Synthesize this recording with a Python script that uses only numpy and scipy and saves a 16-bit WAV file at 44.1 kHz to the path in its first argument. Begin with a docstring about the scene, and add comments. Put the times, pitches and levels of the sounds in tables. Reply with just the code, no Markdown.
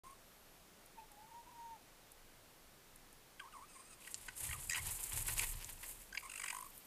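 """Foxes quarrelling at night

Two foxes by a log in a wood, heard through a trail camera's hissy microphone. A hoot-like wail and
thin whines lead to rattling gekker calls: vocal folds ringing in throat and muzzle. In the scuffle
dry leaves crackle, paws thud and twigs snap; a last long gekker fades out."""
import sys
import numpy as np
from scipy import signal
from scipy.fft import rfft, irfft, next_fast_len
from scipy.io import wavfile

SR = 44100
rng = np.random.default_rng(int(sys.argv[2]) if len(sys.argv) > 2 else 0)


def dump(signal):
    """Clip the signal to [-1, 1] and save it as 16-bit WAV at the path in sys.argv[1]."""
    limited = np.clip(np.atleast_2d(signal).T, -1, 1)
    pcm = np.round(limited * 32767).astype(np.int16)
    wavfile.write(sys.argv[1], SR, pcm)


N = 302526
TIME_S = np.arange(N) / SR

# bouts of yaps: start/s, end/s, count, first level/dB, last level/dB, pitch/Hz, mouth resonance/Hz,
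# glide/octaves, rasp/dB re voice, rasp centre/Hz, roughness, yap half-length/s
GEKKER_BOUTS = [(3.4, 3.3999, 1, -45.5, -45.5, 1634, 2150, 0, -16, 8800, 0.39, 0.003),
                (3.528, 3.528, 1, -60.5, -60.5, 1420, 2040, 0, -6, 9300, 0.2, 0.0032),
                (4.023, 4.0757, 3, -65, -49, 1157, 2400, -0.26, -9, 8400, 0.75, 0.0029),
                (4.2856, 4.2885, 2, -43.5, -47, 1805, 1950, 0.37, -10.5, 7700, 0.55, 0.0029),
                (4.4933, 4.5305, 3, -47.5, -40, 1945, 2170, 0.15, -18, 8400, 0.68, 0.0026),
                (4.6985, 4.6985, 1, -39, -38.5, 2530, 2570, 0, 4, 7500, 0.45, 0.0016),
                (4.7101, 4.7336, 3, -39.5, -38, 1805, 2140, 0.08, -1, 7000, 0.43, 0.0022),
                (4.748, 4.7815, 4, -40, -44, 1258, 2030, -.7, -11, 7400, 0.63, .0032),
                (4.7946, 4.7946, 1, -47.5, -49, 1090, 2000, 0, -17, 8100, 0, 0.0052),
                (5.286, 5.2945, 2, -44.5, -48, 1240, 1900, 0.15, -10, 8500, 0.9, 0.0031),
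                (5.3962, 5.3958, 1, -36, -34.5, 2530, 2720, 0, -3.5, 8000, 0.62, 0.0024),
                (5.424, 5.44, 2, -47.5, -47.5, 1250, 2110, 0, -12, 8600, 1.1, 0.0055),
                (5.835, 5.835, 1, -53.5, -50, 953, 1740, 0, -15, 9000, 0.7, 0.0059),
                (6.128, 6.1506, 2, -47.5, -42.5, 1653, 1900, .05, -8.5, 5840, 0.32, 0.0022),
                (6.1766, 6.1765, 1, -36.5, -37, 2490, 2640, 0, -7, 5100, 0.58, 0.0024),
                (6.2988, 6.42, 7, -50.5, -47.5, 1264, 2140, -0.09, 0.5, 8750, 0.48, 0.0027),
                (6.4403, 6.5055, 4, -44, -44.5, 1138, 1920, 0.25, -2, 8300, 0.76, 0.0037),
                (6.5291, 6.6655, 8, -45, -52, 1048, 1050, .1, -3.5, 9550, 0.36, 0.002)]
# fox throat resonances: f/Hz, width/Hz, gain/dB
THROAT_MODES = [(990, 162, 8.5), (1562, 100, 8.5), (1896, 173, 8), (2732, 680, 6), (3270, 86, 9),
                (3970, 440, 5.5), (5040, 620, 8.5)]
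# muzzle resonances: f/Hz, width/Hz, gain/dB
MUZZLE_MODES = [(4890, 170, 2.5), (6310, 320, 1), (6600, 900, -3), (8100, 360, -5), (8500, 310, -5),
                (9500, 470, -3.5)]
# wail, one curve a phrase: t/s, pitch/Hz, level/dB
WAIL_PHRASES = [
    [(0.96, 925, -72), (0.986, 904, -51), (1.004, 890, -60), (1.014, 842, -77), (1.02, 860, -61.5),
     (1.04, 877, -60.5)],
    [(1.11, 813, -69), (1.204, 849, -65.5), (1.28, 904, -66), (1.292, 950, -67), (1.334, 903, -64),
     (1.35, 951, -52), (1.382, 945, -53), (1.435, 917, -63)],
    [(1.455, 1004, -69), (1.479, 962, -55), (1.497, 993, -65.5), (1.507, 958, -66.5), (1.603, 932, -51.5),
     (1.643, 933, -51), (1.737, 908, -54), (1.785, 801, -79)],
]
# wail overtones: harmonic number, level/dB re fundamental
WAIL_OVERTONES = [(2, -25), (4, -30), (7, -28)]
# whines: start/s, length/s, first, middle, last pitch/Hz, level/dB, octave/dB, nasal/dB, jitter/fraction
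WHINES = [(0.043, 0.086, 1040, 1080, 1100, -57.5, -15, -6.5, .015),
          (3.412, 0.074, 1242, 1007, 1250, -55.5, -14, -13, 0.043),
          (3.54, 0.11, 1267, 994, 1198, -55, -11, -5.5, 0.043),
          (3.759, 0.013, 1060, 1090, 1040, -60, -5, 0, .02),
          (3.796, 0.018, 1065, 1060, 1110, -63, -8, 4, 0.021),
          (4.541, 0.019, 1201, 1180, 1057, -55.5, -10, -8, .035),
          (6.23, 0.05, 1160, 1020, 1194, -56.5, -0.5, 2.5, 0.054)]
# nasal squeal: t/s, pitch/Hz, level/dB
SQUEAL_CURVE = [(3.688, 1305, -65), (3.767, 1160, -60.5), (3.845, 1220, -66), (3.9, 1335, -62),
                (3.93, 1230, -58.5), (3.975, 1110, -73)]
# churning of leaves: t/s, level/dB
CHURN_CURVE = [(3.98, -78), (4.02, -59), (4.32, -64), (4.42, -59), (4.6, -53.5), (4.78, -56), (4.98, -50.5),
               (5.44, -50), (5.6, -58.5), (5.74, -63.5), (5.9, -57.5), (6.1, -71), (6.24, -65.5),
               (6.54, -60), (6.62, -66), (6.86, -71)]
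# kicks and lunges: t/s, leaves/dB, claws/dB
KICKS = [(4.387, -46.5, -64), (4.45, -45.5, -55), (4.482, -47.5, -60), (4.655, -57, -82), (4.78, -48, -55),
         (4.865, -44, -51), (4.915, -47.5, -60), (5.142, -44.5, -55.5), (5.184, -46, -54.5),
         (5.286, -44, -49.5), (5.385, -47.5, -47.5), (5.436, -44, -50), (5.53, -58, -67),
         (5.615, -57, -55.5), (5.695, -59.5, -60), (5.829, -53.5, -59.5), (5.888, -55.5, -62)]
# crisp top of the leaves: t/s, relative level/dB
CRISP_CURVE = [(4.55, -29), (4.95, -12), (5.3, -14), (5.55, -7.5), (6.35, -7.5), (6.8, 4)]
# dry leaves: f/Hz, gain/dB
LEAF_SPECTRUM = [(3500, -18.5), (5600, -19.5), (6800, -5), (8300, 0), (10000, -1.5), (11500, -1.5),
                 (13000, -9.5), (15000, -16)]
# their crisp top: f/Hz, gain/dB
CRISP_SPECTRUM = [(9000, -43), (11500, -20), (13000, 8), (14200, -3), (15200, -7), (16500, -28)]
# claws on bark and soil: f/Hz, gain/dB
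SCRAPE_SPECTRUM = [(200, -3.5), (400, -3.5), (650, -6), (950, 6.5), (1350, -5.5), (1900, 2.5), (2700, 3.5),
                   (3700, -1.5), (4900, -1), (5500, -4), (8000, -6)]
# twig snaps: t/s, level/dB, resonance/Hz, decay/s
SNAPS = [(4.1437, -23, 7400, 0.00079), (4.149, -37, 6600, 0.001), (4.378, -36, 8600, 0.0031),
         (4.446, -41, 2200, .0013), (4.871, -39, 8650, 0.00044), (5.036, -34.5, 8600, 0.0043),
         (5.121, -35.5, 2180, 0.00081), (5.132, -32.5, 9300, 0.0023), (5.381, -30, 7950, 0.0007),
         (5.645, -32.5, 7350, 0.002), (6.61, -36, 11000, 0.0018), (6.778, -39.5, 11200, 0.0015)]
# landings: t/s, level/dB
THUDS = [(4.16, -66.5), (4.29, -64.5), (4.44, -56.5), (4.51, -51), (4.58, -53), (4.68, -56), (4.81, -51.5),
         (4.88, -52.5), (5.02, -64), (5.15, -50.5), (5.21, -51.5), (5.3, -51.5), (5.41, -55), (5.48, -56.5),
         (5.57, -58), (5.66, -60.5), (5.76, -67), (5.92, -66.5)]
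# ground resonances: f/Hz, width/Hz, gain/dB
GROUND_MODES = [(59, 12.4, -1.5), (84.7, 12.7, 1.5), (115, 24, -2), (152, 34, -10)]
# echoes off log and trunks: delay/s, gain/dB
ECHOES = [(.0047, -15.5), (0.01, -17), (0.018, -20), (.034, -20), (0.059, -24)]
# camera mount sway: t/s, level/dB
SWAY_CURVE = [(4.2, -69), (4.26, -61), (4.44, -71), (4.5, -57), (5.12, -58), (5.18, -50), (5.59, -49.5),
              (5.62, -57), (6.28, -67.5), (6.35, -81)]
# high ticks: t/s, level/dB
TICKS = [(0.1095, -51), (0.86, -52.5), (1.117, -52.5), (2.1181, -50.5), (2.9595, -51), (3.128, -53.5)]
# thin whistles: start/s, end/s, f/Hz, level/dB
WHISTLES = [(0.258, .57, 11390, -72), (2.47, 2.65, 11290, -77)]
# microphone hiss: f/Hz, gain/dB
HISS_SPECTRUM = [(12, -44), (20, 3.5), (41, -15.5), (59, -14.5), (124, -15), (174, -15), (263, -16),
                 (511, -17), (656, -17.5), (966, -19.5), (6010, -27), (11100, -28), (15000, -29.5)]


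def gekker(gain_db=1.63, lead_s=0.001, scatter_db=3.3, scatter_octaves=0.121, rough_per_db=0.07):
    """Bouts of evenly spaced yaps; pitch and mouth glide together, harder-pushed yaps are hoarser."""
    out = np.zeros(N)
    for (start_s, end_s, count, first_db, last_db, pitch_hz, mouth_hz,
         glide_octaves, rasp_db, rasp_hz, bout_rough, half_s) in GEKKER_BOUTS:
        count = round(count)
        for k, at_s in enumerate(np.linspace(start_s, end_s, count)):
            place = (k - (count - 1) / 2) / max(count - 1, 1)   # -1/2 to 1/2 through the bout
            push_db = place * (last_db - first_db)
            pitch_luck, level_luck = rng.uniform(-0.996, 1, 2) * (1 - 1 / count)
            shift = 2 ** (glide_octaves * place + scatter_octaves * pitch_luck)
            rough = np.clip(bout_rough + rough_per_db * push_db, 0, 1)
            sound = yap(pitch_hz * shift, mouth_hz * shift, rasp_db, rasp_hz, rough, half_s)
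            level_db = (first_db + last_db) / 2 + push_db + gain_db + scatter_db * level_luck
            add(out, at_s - len(sound) / 2 / SR - lead_s, from_db(level_db) * sound)
    return out


def yap(pitch_hz, mouth_hz, rasp_db, rasp_hz, rough, half_s, arch=0.0857):
    """A few arching, noisy fold cycles; the mouth picks a throat resonance, the muzzle adds rasp."""
    t = np.arange(-SR // 50, SR // 50) / SR
    swell = np.exp(-(t / half_s) ** 2 / 2 * np.where(t < 0, 1.7, 0.8))
    arched_hz = pitch_hz * (1 + arch * (swell - 0.8))
    phase = jittered_phase(arched_hz, jitter=0.016 + 0.0853 * rough, rate_hz=385)
    folds = harmonics(phase, count=int(SR / 4 / pitch_hz))
    source = swell * ((1 - rough) * folds + rough * rng.standard_normal(len(t)))
    mouth = resonate(resonators(source, THROAT_MODES), mouth_hz, 0.45 * mouth_hz * (0.5 + rough))
    muzzle = resonate(resonators(source, MUZZLE_MODES), rasp_hz, width_hz=1700)
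    voice = unit_rms(band(mouth, 600, 3240))
    rasp = unit_rms(band(muzzle, 0.47 * rasp_hz, min(rasp_hz + 2200, 9900)))
    return (voice + from_db(rasp_db) * rasp) * np.sqrt(np.mean(swell ** 2))


def wail(gain_db=-0.8, flutter_db=3.5, quaver=0.0318, quaver_hz=27, catch_s=0.99, catch_db=-70):
    """Near-pure tone with a hoarse catch at the start; quavers when soft, steadies when pushed."""
    sounding = sum(gate(phrase[0][0], phrase[-1][0]) for phrase in WAIL_PHRASES).clip(0, 1)
    pitch_hz, level_db = curves(np.vstack(WAIL_PHRASES))
    softness = np.clip((level_db.max() - level_db) / 14, 0.1, 1)
    vibrato = 1 + quaver * softness * np.sin(2 * np.pi * quaver_hz * TIME_S)
    phase = jittered_phase(pitch_hz * vibrato, jitter=0.0074, rate_hz=59.5)
    tone = np.sin(phase) + sum(from_db(db) * np.sin(round(k) * phase) for k, db in WAIL_OVERTONES)
    breath = unit_rms(resonate(rng.standard_normal(N), hz=2500, width_hz=300))
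    catch = gate(catch_s, catch_s + 0.015) * from_db(catch_db) * breath
    envelope = sounding * from_db(level_db + gain_db + flutter_db * softness * drift(26))
    return np.sqrt(2) * envelope * tone + catch


def whines(gain_db=-0.5, octave_gain_db=-4, nasal_gain_db=-6, flutter_db=3, sag_db_per_s=52):
    """Fading whimpers bent through three pitches: fundamental, octave and thin nasal overtones."""
    out = np.zeros(N)
    fade_s = 0.0087
    for start_s, length_s, first_hz, middle_hz, last_hz, db, octave_db, nasal_db, jitter in WHINES:
        t = np.arange(-fade_s, length_s + fade_s, 1 / SR)
        bend = np.polyfit([0, 0.5, 1], [first_hz, middle_hz, last_hz], 2)
        pitch_hz = np.polyval(bend, np.clip(t / length_s, 0, 1))
        phase = jittered_phase(pitch_hz, jitter, rate_hz=123)
        low = np.sqrt(2) * (np.sin(phase) + from_db(octave_db + octave_gain_db) * np.sin(2 * phase))
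        high = from_db(nasal_db + nasal_gain_db) * nose(harmonics(phase))
        level_db = db + gain_db - sag_db_per_s * t + flutter_db * drift(100, len(t))
        add(out, start_s + t[0], gate(0, length_s, fade_s, t) * from_db(level_db) * (low + high))
    return out


def squeal(throat_db=-8, nose_db=-2, flutter_db=2, waver=0.02, hoarseness=0.73):
    """Mouth shut: high overtones carry a thin, hoarse, wavering sound."""
    pitch_hz, level_db = curves(SQUEAL_CURVE)
    phase = jittered_phase(pitch_hz * (1 + waver * drift(25)), jitter=0.018, rate_hz=150)
    folds = harmonics(phase) + hoarseness * rng.standard_normal(N)
    throat = unit_rms(band(resonators(folds, THROAT_MODES), 800, 3200))
    voice = from_db(throat_db) * throat + from_db(nose_db) * nose(folds, hz=8550)
    sounding = gate(SQUEAL_CURVE[0][0], SQUEAL_CURVE[-1][0])
    return sounding * from_db(level_db + flutter_db * drift(50)) * voice


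def nose(folds, hz=8800):
    """High overtones ringing in the nose; rms 1."""
    ringing = resonate(resonators(folds, MUZZLE_MODES), hz, width_hz=1500)
    return unit_rms(band(ringing, 4500, 10900))


def scuffle(leaf_gain_db=2.5, crisp_gain_db=-1, scrape_gain_db=2, rise_s=0.017, decay_s=0.043):
    """Bodies churn leaves and claws scrape the log; each kick adds a surge."""
    churn_db, = curves(CHURN_CURVE)
    crisp_db, = curves(CRISP_CURVE)
    kicks_s, leaves_db, claws_db = np.transpose(KICKS)
    drag_db = -60 + 0.64 * (churn_db - churn_db.max())   # steady scraping follows the churn
    stirring = np.hypot(from_db(churn_db), surges(kicks_s, leaves_db, rise_s, decay_s))
    clawing = np.hypot(from_db(drag_db), surges(kicks_s, claws_db, rise_s, decay_s))
    fractures = crackle(3800, spread_db=1.1, clump_db=3, rubbing=0.53)
    scratches = band(crackle(1300, spread_db=2.5, clump_db=2, rubbing=0.66), 166, 11400)
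    leaves = stirring * from_db(leaf_gain_db) * colour(fractures, LEAF_SPECTRUM)
    crisp = stirring * from_db(crisp_db + crisp_gain_db) * colour(fractures, CRISP_SPECTRUM)
    scrape = clawing * from_db(scrape_gain_db) * colour(scratches, SCRAPE_SPECTRUM)
    return gate(CHURN_CURVE[0][0], CHURN_CURVE[-1][0]) * (leaves + crisp + scrape)


def crackle(grains_per_s, spread_db, clump_db, rubbing):
    """Tiny fractures of uneven size over rubbing noise, swelling in clumps."""
    sizes = from_db(spread_db * np.minimum(rng.exponential(1, N), 4.5)) * rng.choice([-1, 1], N)
    grains = unit_rms(sizes * (rng.random(N) < grains_per_s / SR))
    return (grains + rubbing * rng.standard_normal(N)) * from_db(clump_db * drift(37))


def twig_snaps(gain_db=-0.5, splinter_s=0.0061, splinter_db=-19):
    """Each twig breaks with a sharp crack and a short splintering."""
    out = np.zeros(N)
    t = np.arange(SR // 20) / SR
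    for at_s, level_db, hz, crack_s in SNAPS:
        envelope = np.exp(-t / crack_s) + from_db(splinter_db) * np.exp(-t / splinter_s)
        burst = envelope * rng.standard_normal(len(t))
        crack = band(resonate(burst, hz, width_hz=2600), 640, 1.24 * hz + 800, order=5)
        add(out, at_s, from_db(level_db + gain_db) * crack / np.abs(crack).max())
    return out


def paw_thuds(gain_db=0.5):
    """The ground booms under each landing."""
    landings_s, levels_db = np.transpose(THUDS)
    impacts = crackle(60, spread_db=1.5, clump_db=0, rubbing=0.81)
    boom = unit_rms(band(resonators(impacts, GROUND_MODES), 54, 190))
    return surges(landings_s, levels_db + gain_db, rise_s=0.015, decay_s=0.065) * boom


def woodland(x):
    """Direct sound plus dull echoes off log and trunks."""
    dull = band(x, 300, 6900, order=1)
    return x + sum(from_db(db) * np.interp(TIME_S - lag_s, TIME_S, dull, left=0) for lag_s, db in ECHOES)


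def mount_sway():
    """The camera mount rumbles at its resonance during the scuffle."""
    level_db, = curves(SWAY_CURVE)
    sway = unit_rms(band(resonate(rng.standard_normal(N), hz=31, width_hz=6), 17, 52))
    return gate(SWAY_CURVE[0][0], SWAY_CURVE[-1][0], fade_s=0.12) * from_db(level_db) * sway


def ticks(gain_db=4, decay_s=0.0026):
    """Faint dry ticks in the high treble."""
    out = np.zeros(N)
    t = np.arange(SR // 50) / SR
    for at_s, level_db in TICKS:
        tick = band(rng.standard_normal(len(t)) * np.exp(-t / decay_s), 8000, 12200, order=2)
        add(out, at_s, from_db(level_db + gain_db) * tick / np.abs(tick).max())
    return out


def camera_noise(hiss_db=-62.5):
    """Steady microphone hiss and rumble; a thin whistle comes and goes."""
    whistle = np.zeros(N)
    for start_s, end_s, hz, level_db in WHISTLES:
        phase = jittered_phase(np.full(N, hz), jitter=0.002, rate_hz=90)
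        whistle += gate(start_s, end_s, fade_s=0.04) * from_db(level_db) * np.sin(phase)
    return from_db(hiss_db) * colour(rng.standard_normal(N), HISS_SPECTRUM) + whistle


def jittered_phase(pitch_hz, jitter, rate_hz):
    """Phase/rad of a trembling pitch."""
    return 2 * np.pi * np.cumsum(pitch_hz * (1 + jitter * drift(rate_hz, len(pitch_hz)))) / SR


def harmonics(phase, count=10):
    """Equal harmonics of the vocal folds; rms 1."""
    return unit_rms(sum(np.sin(k * phase + k * k) for k in range(1, count + 1)))


def surges(times_s, levels_db, rise_s, decay_s):
    """Envelope of efforts that swell and die away; powers add."""
    power = np.zeros(N)
    t = np.arange(-SR // 10, SR // 2) / SR
    shape = np.where(t < 0, np.exp(-(t / rise_s) ** 2 / 2), np.exp(-np.abs(t) / decay_s))
    for at_s, level_db in zip(times_s, levels_db):
        add(power, at_s + t[0], (from_db(level_db) * shape) ** 2)
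    return np.sqrt(power)


def drift(rate_hz, size=N):
    """Noise low-passed at rate_hz; rms about 1."""
    knots = rng.standard_normal(size // 20 + 2000)
    pole = np.exp(-40 * np.pi * rate_hz / SR)
    slow = unit_rms(signal.lfilter([1], [1, -2 * pole, pole * pole], knots))[1900:]
    return np.interp(np.arange(size) / 20, np.arange(len(slow)), slow)


def colour(x, spectrum):
    """Filter by a smooth spectrum; rms 1."""
    hz, db = np.transpose(spectrum)
    size = next_fast_len(N)
    bins_hz = np.maximum(np.fft.rfftfreq(size, 1 / SR), 1)
    gain = from_db(np.interp(np.log(bins_hz), np.log(hz), db))
    return unit_rms(irfft(rfft(x, size) * gain, size)[:N])


def resonate(x, hz, width_hz):
    """One resonance, peak gain 1."""
    r = np.exp(-np.pi * width_hz / SR)
    feedback = [1, -2 * r * np.cos(2 * np.pi * hz / SR), r * r]
    return signal.lfilter(np.array([1, 0, -1]) * (1 - r * r) / 2, feedback, x)


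def resonators(x, modes):
    """Parallel resonances, signs alternating."""
    return sum((-1) ** k * from_db(db) * resonate(x, hz, width_hz)
               for k, (hz, width_hz, db) in enumerate(modes))


def band(x, low_hz, high_hz, order=3):
    sos = signal.butter(order, [low_hz, min(high_hz, 0.45 * SR)], "band", fs=SR, output="sos")
    return signal.sosfilt(sos, x)


def curves(rows):
    """Table columns at every sample."""
    times_s, *columns = np.transpose(rows)
    return [np.interp(TIME_S, times_s, column) for column in columns]


def gate(start_s, end_s, fade_s=0.0089, t=TIME_S):
    """1 from start to end, fades outside."""
    return np.clip(np.minimum(t - start_s, end_s - t) / fade_s + 1, 0, 1)


def add(out, start_s, sound):
    i = max(round(start_s * SR), 0)
    out[i:i + len(sound)] += sound[:max(N - i, 0)]


def from_db(db):
    return 10 ** (np.asarray(db) / 20)


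def unit_rms(x):
    return x / np.sqrt(np.mean(x ** 2) + 1e-20)


def scene():
    """Calls and snaps echo over the scuffle and camera noise; mono."""
    foxes = wail() + whines() + squeal() + gekker()
    echoing = woodland(foxes + twig_snaps())
    return (echoing + scuffle() + paw_thuds() + mount_sway() + ticks() + camera_noise())[None]


def record(dry):
    """A brief silence at the start, then the sound fades in quickly; steep treble cut."""
    silence_s, cutoff_hz = 0.036, 15150
    fade_in = gate(silence_s, 10, fade_s=0.001)
    return signal.sosfilt(signal.ellip(12, 0.2, 70, cutoff_hz, fs=SR, output="sos"), dry * fade_in)


dry = scene()
out = record(dry)
dump(out)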